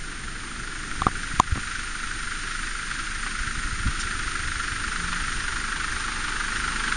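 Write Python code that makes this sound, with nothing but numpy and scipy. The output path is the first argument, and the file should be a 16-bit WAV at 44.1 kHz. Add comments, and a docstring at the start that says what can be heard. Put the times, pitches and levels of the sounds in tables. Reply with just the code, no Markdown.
"""Airing down on a bush track

A four-wheel drive idles, its four-cylinder diesel clattering and throbbing, while deflators hiss at
the tyres. One microphone on a hand-held camera, in light wind: it starts facing away, swings round
and is walked up to a front wheel, so the vehicle grows louder. Close by, the case clicks and bumps
in the hand and a shoe scuffs the gravel; a low hum sounds briefly near the end of the walk."""
import sys
import numpy as np
from scipy import signal
from scipy.fft import rfft, irfft, next_fast_len
from scipy.io import wavfile
from scipy.ndimage import map_coordinates

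SR = 44100
rng = np.random.default_rng(int(sys.argv[2]) if len(sys.argv) > 2 else 0)


def transcribe(u):
    """Save the signal u as a 16-bit wav file named by the first command-line argument.

    u: samples, shape (n,) or (channels, n), limited to [-1, 1]; the rate is SR.
    q: integer samples, one column per channel.
    """
    v = np.clip(np.atleast_2d(u).T, -1, 1)
    q = np.round(v * 32767).astype(np.int16)
    wavfile.write(sys.argv[1], SR, q)


N = 307288


def amp(db):
    """Decibels to gain."""
    return 10 ** (np.asarray(db) / 20)


def unit(x):
    """Scale to rms 1."""
    return x / np.sqrt(np.mean(x ** 2) + 1e-20)


def curve(rows):
    """One value per sample from (t/s, value) rows."""
    return np.interp(np.arange(N) / SR, *np.transpose(rows))


def ramp(start_s, length_s):
    """Rises from 0 to 1 over length_s."""
    return np.clip((np.arange(N) / SR - start_s) / length_s, 0, 1)


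def stretch(start_s, end_s, fade_s):
    """Fades in from start_s, holds at 1 and fades out from end_s."""
    return ramp(start_s, fade_s) - ramp(end_s, fade_s)


def swells(rows):
    """A smooth swell for each (t/s, level/dB, half-width/s) row."""
    t = np.arange(N) / SR
    return sum(amp(db) * np.exp(-((t - s) / width) ** 2) for s, db, width in rows)


def wobble(rate):
    """A smooth random curve, rate knots a second."""
    return map_coordinates(rng.standard_normal(int(N * rate / SR) + 4), [np.arange(N) * rate / SR])


def filtered(x, response):
    """x through a response given as a function of frequency."""
    size = next_fast_len(N + SR // 2)
    return irfft(rfft(x, size) * response(np.fft.rfftfreq(size, 1 / SR)), size)[:N]


def colour(points, hz):
    """Gain of (f/Hz, level/dB) points, read on a log axis."""
    f, db = np.transpose(points)
    return amp(np.interp(np.log(hz + 1), np.log(f + 1), db))


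def noise(points):
    """Coloured noise of rms 1."""
    return unit(filtered(rng.standard_normal(N), lambda hz: colour(points, hz)))


def add(track, s, sound):
    """Mix a sound into the track at time s."""
    part = track[round(s * SR):][:len(sound)]
    part += sound[:len(part)]


TURN = (0.71, 0.97)  # the microphone swings round to the vehicle: start/s, length/s
SIDESTEP = (3.15, 3.1)  # it moves round beside the wheel arch: start/s, length/s
WALK_S, WALK_END_S, WALK_FADE_S = 3.2, 5.55, 0.2

# The way up to the wheel, as the clatter at the microphone: t/s, level/dB
APPROACH_LEVEL = [(0.0, -42), (0.62, -41), (1.1, -37), (1.41, -36.5), (1.96, -35.5), (3.76, -34.5),
                  (3.97, -33), (6.2, -32.5), (6.96, -31)]
def nearness():
    """Decibels of clatter above the -36 dB heard standing back from the vehicle."""
    return curve(APPROACH_LEVEL) + 36


# Idle speed, in firings: t/s, f/Hz
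FIRING_RATE = [(0, 25.2), (.8, 25.05), (4, 25), (4.35, 24.55), (4.7, 24.85), (5.8, 25.02), (7, 25.04)]
def firing_count():
    """Firings of the engine so far, at each sample."""
    return np.cumsum(curve(FIRING_RATE)) / SR


def cycle_noise(firings, period, share):
    """Noise of which a share of the power comes back alike every period firings."""
    points_per_firing = SR // 25
    pattern = rng.standard_normal(period * points_per_firing)
    again = np.interp(firings * points_per_firing, np.arange(len(pattern)), pattern, period=len(pattern))
    return np.sqrt(share) * again + np.sqrt(1 - share) * rng.standard_normal(N)


# Each cylinder's knock, in firing order: relative level/dB
CYLINDER_DB = [0, 0.85, 0.23, 1.33]
def knocks(firings, lead, rise, fall, between, scatter_db, grit_db):
    """A burst of tiny impacts at each firing; lead, rise and fall are shares of a firing period."""
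    count = firings + lead
    index, age = np.floor(count).astype(int) + len(CYLINDER_DB), count % 1
    size_db = np.take(CYLINDER_DB, index, mode="wrap") + scatter_db * rng.standard_normal(256)[index]
    burst = (1 - np.exp(-(age / rise) ** 2)) * np.exp(-age / fall)
    envelope = np.hypot(unit(burst * amp(size_db)), between)  # valve gear ticks on between firings
    impacts = cycle_noise(firings, len(CYLINDER_DB), share=0.33)
    return envelope * amp(grit_db * wobble(450)) * impacts


# Resonances of the engine block: f/Hz, width/Hz, level/dB
BLOCK_MODES = [(1218, 120, -12), (1393, 135, 1), (1606, 123, 0.5), (1883, 210, -4), (2455, 420, -10.5),
               (3300, 1400, -14)]
# Overall contour of those resonances: f/Hz, level/dB
BLOCK_CONTOUR = [(300, -47.5), (800, -34.5), (1050, 1.5), (1300, -1), (4000, -4.5), (6000, -1),
                 (10000, -5.5)]
def block(hz):
    """Response of the engine block: damped modes of alternating sign."""
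    ring = sum((-1) ** k * amp(db) * 1j * hz * width / (centre ** 2 - hz ** 2 + 1j * hz * width)
               for k, (centre, width, db) in enumerate(BLOCK_MODES))
    return ring * colour(BLOCK_CONTOUR, hz)


def clatter(firings, near_db):
    """Diesel knock rings the block, louder as the microphone closes in."""
    impacts = knocks(firings, lead=0.23, rise=0.21, fall=0.25, between=0.45, scatter_db=1, grit_db=1.25)
    return amp(-36 + near_db) * unit(filtered(impacts, block))


# Spectrum of the rattle out of the wheel arch: f/Hz, level/dB
ARCH_SPECTRUM = [(300, -28), (440, -10.5), (620, -22.5), (800, -9.5), (890, 0), (980, -5), (1200, 6),
                 (1600, -11.5), (3000, -6.5), (5000, -16), (9000, -40)]
def arch_rattle(firings, near_db, away, beside):
    """Knock rattles out of the wheel arch, which opens to the microphone as it comes alongside."""
    impacts = knocks(firings, lead=0.14, rise=0.14, fall=0.44, between=1, scatter_db=4.5, grit_db=2)
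    level_db = -57.5 + near_db + 11 * away + 15.5 * beside
    return amp(level_db) * unit(filtered(impacts, lambda hz: colour(ARCH_SPECTRUM, hz)))


# Spectrum of the engine's drone: f/Hz, level/dB
DRONE_SPECTRUM = [(20, 3.5), (60, 0), (120, -2), (220, -1.3), (320, -2.5), (420, -9.5), (560, -19.5),
                  (800, -17), (1500, -50)]
def drone(near_db, away):
    """The engine's dull drone, stronger while the microphone faces away."""
    return amp(-45.5 + 0.97 * near_db + 8.5 * away) * noise(DRONE_SPECTRUM)


# Exhaust overtones, heard from further back: multiple of the firing rate, relative level/dB
EXHAUST_OVERTONES = [(2, -15.5), (3, -34), (4, -26), (7, -30), (9, -23.5), (12, -30.5), (13, -30),
                     (15, -30.5), (16, -36.5), (17, -33), (19, -34.5)]
def exhaust(firings, near_db, beside):
    """The exhaust puffs half a period after each firing; its overtones gain 5 dB beside the wheel."""
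    throb = -np.cos(2 * np.pi * firings) * amp(wobble(4))
    for multiple, db in EXHAUST_OVERTONES:
        drift = rng.uniform(0, 2 * np.pi) + 0.5 * wobble(3.014)
        gain = amp(db + 5 * beside + 2.7 * wobble(2.4))
        throb += gain * np.cos(2 * np.pi * multiple * firings + drift)
    return amp(-33 + 0.5 * near_db) * throb


# Spectrum of the air escaping at the tyres: f/Hz, level/dB
JET_SPECTRUM = [(300, -43.5), (700, -12.5), (1100, 1.5), (1500, 12), (2200, 6), (3000, 2), (4000, 0.5),
                (4800, -0.5), (5800, -1.5), (6600, 0), (7300, -0.5), (8600, 2), (9500, 2.5)]
def deflators(near_db):
    """Jets of air leave the valves as an even, slightly fluttering hiss."""
    return amp(-32 + 0.56 * near_db + 0.28 * wobble(8)) * noise(JET_SPECTRUM)


# Spectrum of wind right on the microphone: f/Hz, level/dB
WIND_SPECTRUM = [(10, -1.5), (20, -9.5), (40, -7.5), (80, -13), (150, -17.5), (400, -64), (1000, -78.5)]
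def wind():
    """Light air buffets the microphone in lumps, more while it is swung round or carried forward."""
    walking = stretch(WALK_S, WALK_END_S, WALK_FADE_S)
    turning = np.sqrt(np.abs(np.sin(np.pi * ramp(*TURN))))
    lumps = amp(3.5 * wobble(10))
    return amp(-41.5 + 2.5 * walking + 3 * turning) * unit(lumps * noise(WIND_SPECTRUM))


def regular_cracks(firings, near_db, lag_periods=0.9, scatter_db=1.2):
    """One (t/s, peak/dB) row for each firing, harder in the stronger cylinders."""
    at = np.searchsorted(firings, np.arange(lag_periods, firings[-1]))
    cylinder_db = np.take(CYLINDER_DB, np.arange(len(at)) + 1, mode="wrap")
    chance_db = scatter_db * rng.standard_normal(256)[:len(at)]
    return list(zip(at / SR, -31 + near_db[at] + 2.4 * cylinder_db + chance_db))


# Injections that stand out at the microphone: t/s, peak/dB
HARD_CRACKS = [(0.913, -19.5), (4.9585, -20), (5.8434, -16.5), (6.7595, -16.5), (6.8363, -17),
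               (6.8784, -16.5), (6.9231, -16)]
def injection_cracks(firings, near_db):
    """Each injection hits the block with a sharp crack; a few hit much harder."""
    out, t = np.zeros(N), np.arange(SR // 30) / SR
    hz = np.fft.rfftfreq(len(t), 1 / SR)
    body = block(hz) / np.hypot(1, (hz / 2800) ** 2)  # too blunt a blow to stir the top modes much
    for s, db in HARD_CRACKS + regular_cracks(firings, near_db):
        blow = rng.standard_normal(len(t)) * np.exp(-t / 0.0014)
        ring = irfft(rfft(blow) * body)
        add(out, s, amp(db) * ring / np.abs(ring).max())
    return out


# Clicks of the case, right at the microphone: t/s, ring/dB, f/Hz, snap/dB, push/dB
CASE_CLICKS = [(1.0189, -2, 1140, -18, -14), (1.0672, 4.5, 1185, -23, -2), (1.0845, -16, 1010, -55, -15.5),
               (1.3991, 10.5, 1034, -6.5, -2), (1.558, -25, 1010, -55, -18), (1.5756, -16, 1170, -53, -17)]
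# Modes of the whole case: f/Hz, level against the struck spot/dB, t60/s
CASE_MODES = [(773, -14, 0.022), (1310, -24, 0.0052)]
# Spectrum of the snap: f/Hz, level/dB
SNAP_SPECTRUM = [(300, -14), (2000, -7), (3800, 5.5), (5000, -11.5), (6500, -0.5), (8500, -5.5),
                 (10000, -3)]
def case_clicks(push_s=0.0017):
    """The plastic case snaps and rings briefly as its wall is pushed in and springs back."""
    out, t = np.zeros(N), np.arange(SR // 6) / SR
    crackle = noise(SNAP_SPECTRUM)
    ring_onset = 1 - np.exp(-(t / 0.0012) ** 2)
    for s, ring_db, spot_hz, snap_db, push_db in CASE_CLICKS:
        modes = [(spot_hz, 0, 0.0125)] + list(CASE_MODES)  # the struck spot has its own pitch
        ring = sum(amp(db - 60 * t / t60) * np.sin(2 * np.pi * hz * t) for hz, db, t60 in modes)
        snap = amp(snap_db - 60 * t / 0.0062) * crackle[round(s * SR):][:len(t)]
        push = amp(push_db) * (1 - t / push_s) * np.exp(-t / push_s) * (1 - np.exp(-t / 0.0001))
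        add(out, s, amp(ring_db) * ring * ring_onset + snap + push)
    return out


def jolts(per_s=6, db=-27.5, hz=62):
    """Small random jolts of the camera through the walk, as (t/s, level/dB, f/Hz) rows."""
    chance = rng.uniform(-0.82, 1, (64, 3))
    times = np.arange(WALK_S + WALK_FADE_S, WALK_END_S, 1 / per_s)
    return [(s + late / per_s / 2, db + 3 * size, hz * 1.5 ** pitch)
            for s, (late, size, pitch) in zip(times, chance)]


# Hand and step, carried through the camera to the microphone: t/s, level/dB, f/Hz
SOFT_BUMPS = [(1.338, -24, 131), (1.522, -10.5, 68.6), (3.404, -22.5, 39.8), (3.578, -24.5, 111),
              (3.647, -23, 40.4), (3.726, -23, 70), (3.803, -24, 70), (3.857, -20, 61.6), (3.875, -16, 55)]
def bumps():
    """Each soft bump gives the camera one heavily damped swing."""
    out, t = np.zeros(N), np.arange(SR // 6) / SR
    for s, db, hz in SOFT_BUMPS + jolts():
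        cycles = hz * t
        add(out, s, amp(db) * np.sin(2 * np.pi * cycles) * np.exp(-((cycles - 0.35) / 0.56) ** 2))
    return out


# The hand shifts on the camera: t/s, level/dB, half-width/s
HAND_RUBS = [(1.575, -32.5, 0.02), (3.62, -43.5, 0.16), (3.872, -28, 0.023), (3.985, -40, 0.014)]
# Spectrum of the rubbing: f/Hz, level/dB
RUB_SPECTRUM = [(30, -9), (90, 3), (280, 1.5), (420, -33), (800, -32), (1300, -17), (3000, -69.5)]
def rubs():
    """The hand rubs the case in short, dull swells."""
    return swells(HAND_RUBS) * noise(RUB_SPECTRUM)


# Loose stones underfoot, on the way to the wheel: t/s, level/dB, f/Hz
STONE_CLACKS = [(3.263, -23.5, 1030), (3.395, -30.5, 1030), (5.1275, -21.5, 1105)]
def stones():
    """Stones knock together, each with a dry, broad clack around its pitch."""
    out, t = np.zeros(N), np.arange(SR // 10) / SR
    for s, db, hz in STONE_CLACKS:
        clack = noise([(hz / 2, -30), (hz * 1.3, -4), (hz, 0), (hz * 2, -12), (hz * 5, -28)])[:len(t)]
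        add(out, s, amp(db - 60 * t / 0.068) * clack * (1 - np.exp(-t / 0.0008)))
    return out


# A shoe on the track, below the microphone: t/s, level/dB, half-width/s
SHOE_SCUFF = [(4.011, -26.5, 0.014)]
# Spectrum of sliding gravel: f/Hz, level/dB
GRAVEL_SPECTRUM = [(1000, -25), (3000, -2), (6000, 1.5), (9500, -2.5)]
def scuff():
    """A shoe slides over gravel with a brief, grainy rasp."""
    return swells(SHOE_SCUFF) * unit(amp(1.1 * wobble(500)) * noise(GRAVEL_SPECTRUM))


def hum():
    """A low, wavering hum comes in, holds for a moment and stops."""
    hz = 173 + 2 * wobble(6.2)
    envelope = stretch(start_s=4.93, end_s=5.16, fade_s=0.068)
    return amp(-36.5) * envelope * np.sin(2 * np.pi * np.cumsum(hz) / SR)


def scene():
    """Everything at the one hand-held microphone, from back on the track to beside the wheel."""
    near_db, firings = nearness(), firing_count()
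    away, beside = 1 - ramp(*TURN), ramp(*SIDESTEP)
    engine = clatter(firings, near_db) + arch_rattle(firings, near_db, away, beside)
    engine += drone(near_db, away) + exhaust(firings, near_db, beside)
    engine += injection_cracks(firings, near_db)
    around = engine + hum() + deflators(near_db)
    on_microphone = wind() + rubs() + case_clicks() + bumps()
    underfoot = scuff() + stones()
    return (around + on_microphone + underfoot)[None]


def gain_control(x, threshold_db, recovery_db_per_s):
    """Peaks over the threshold pull the gain down within milliseconds; it creeps back afterwards."""
    over_db = np.maximum(20 * np.log10(np.minimum(np.abs(x), 1) + 1e-9) - threshold_db, 0)
    recovery_db = recovery_db_per_s * np.arange(N) / SR
    cut_db = np.maximum.accumulate(over_db + recovery_db) - recovery_db
    pole = np.exp(-1 / (0.0066 * SR))
    return x * amp(-signal.lfilter([1 - pole], [1, -pole], cut_db))


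NOTCH_HZ, TOP_HZ = 7900, 9650
def record(dry):
    """The camera rides its gain, clips the highest peaks, notches the treble and cuts off the top."""
    held = np.clip(gain_control(dry[0], threshold_db=-4.5, recovery_db_per_s=24), -0.95, 0.95)
    notch = lambda hz: (1 - np.exp(-((hz - NOTCH_HZ) / 360) ** 2)) ** 2
    return filtered(held, lambda hz: notch(hz) * (hz < TOP_HZ))[None]


dry = scene()
out = record(dry)
transcribe(out)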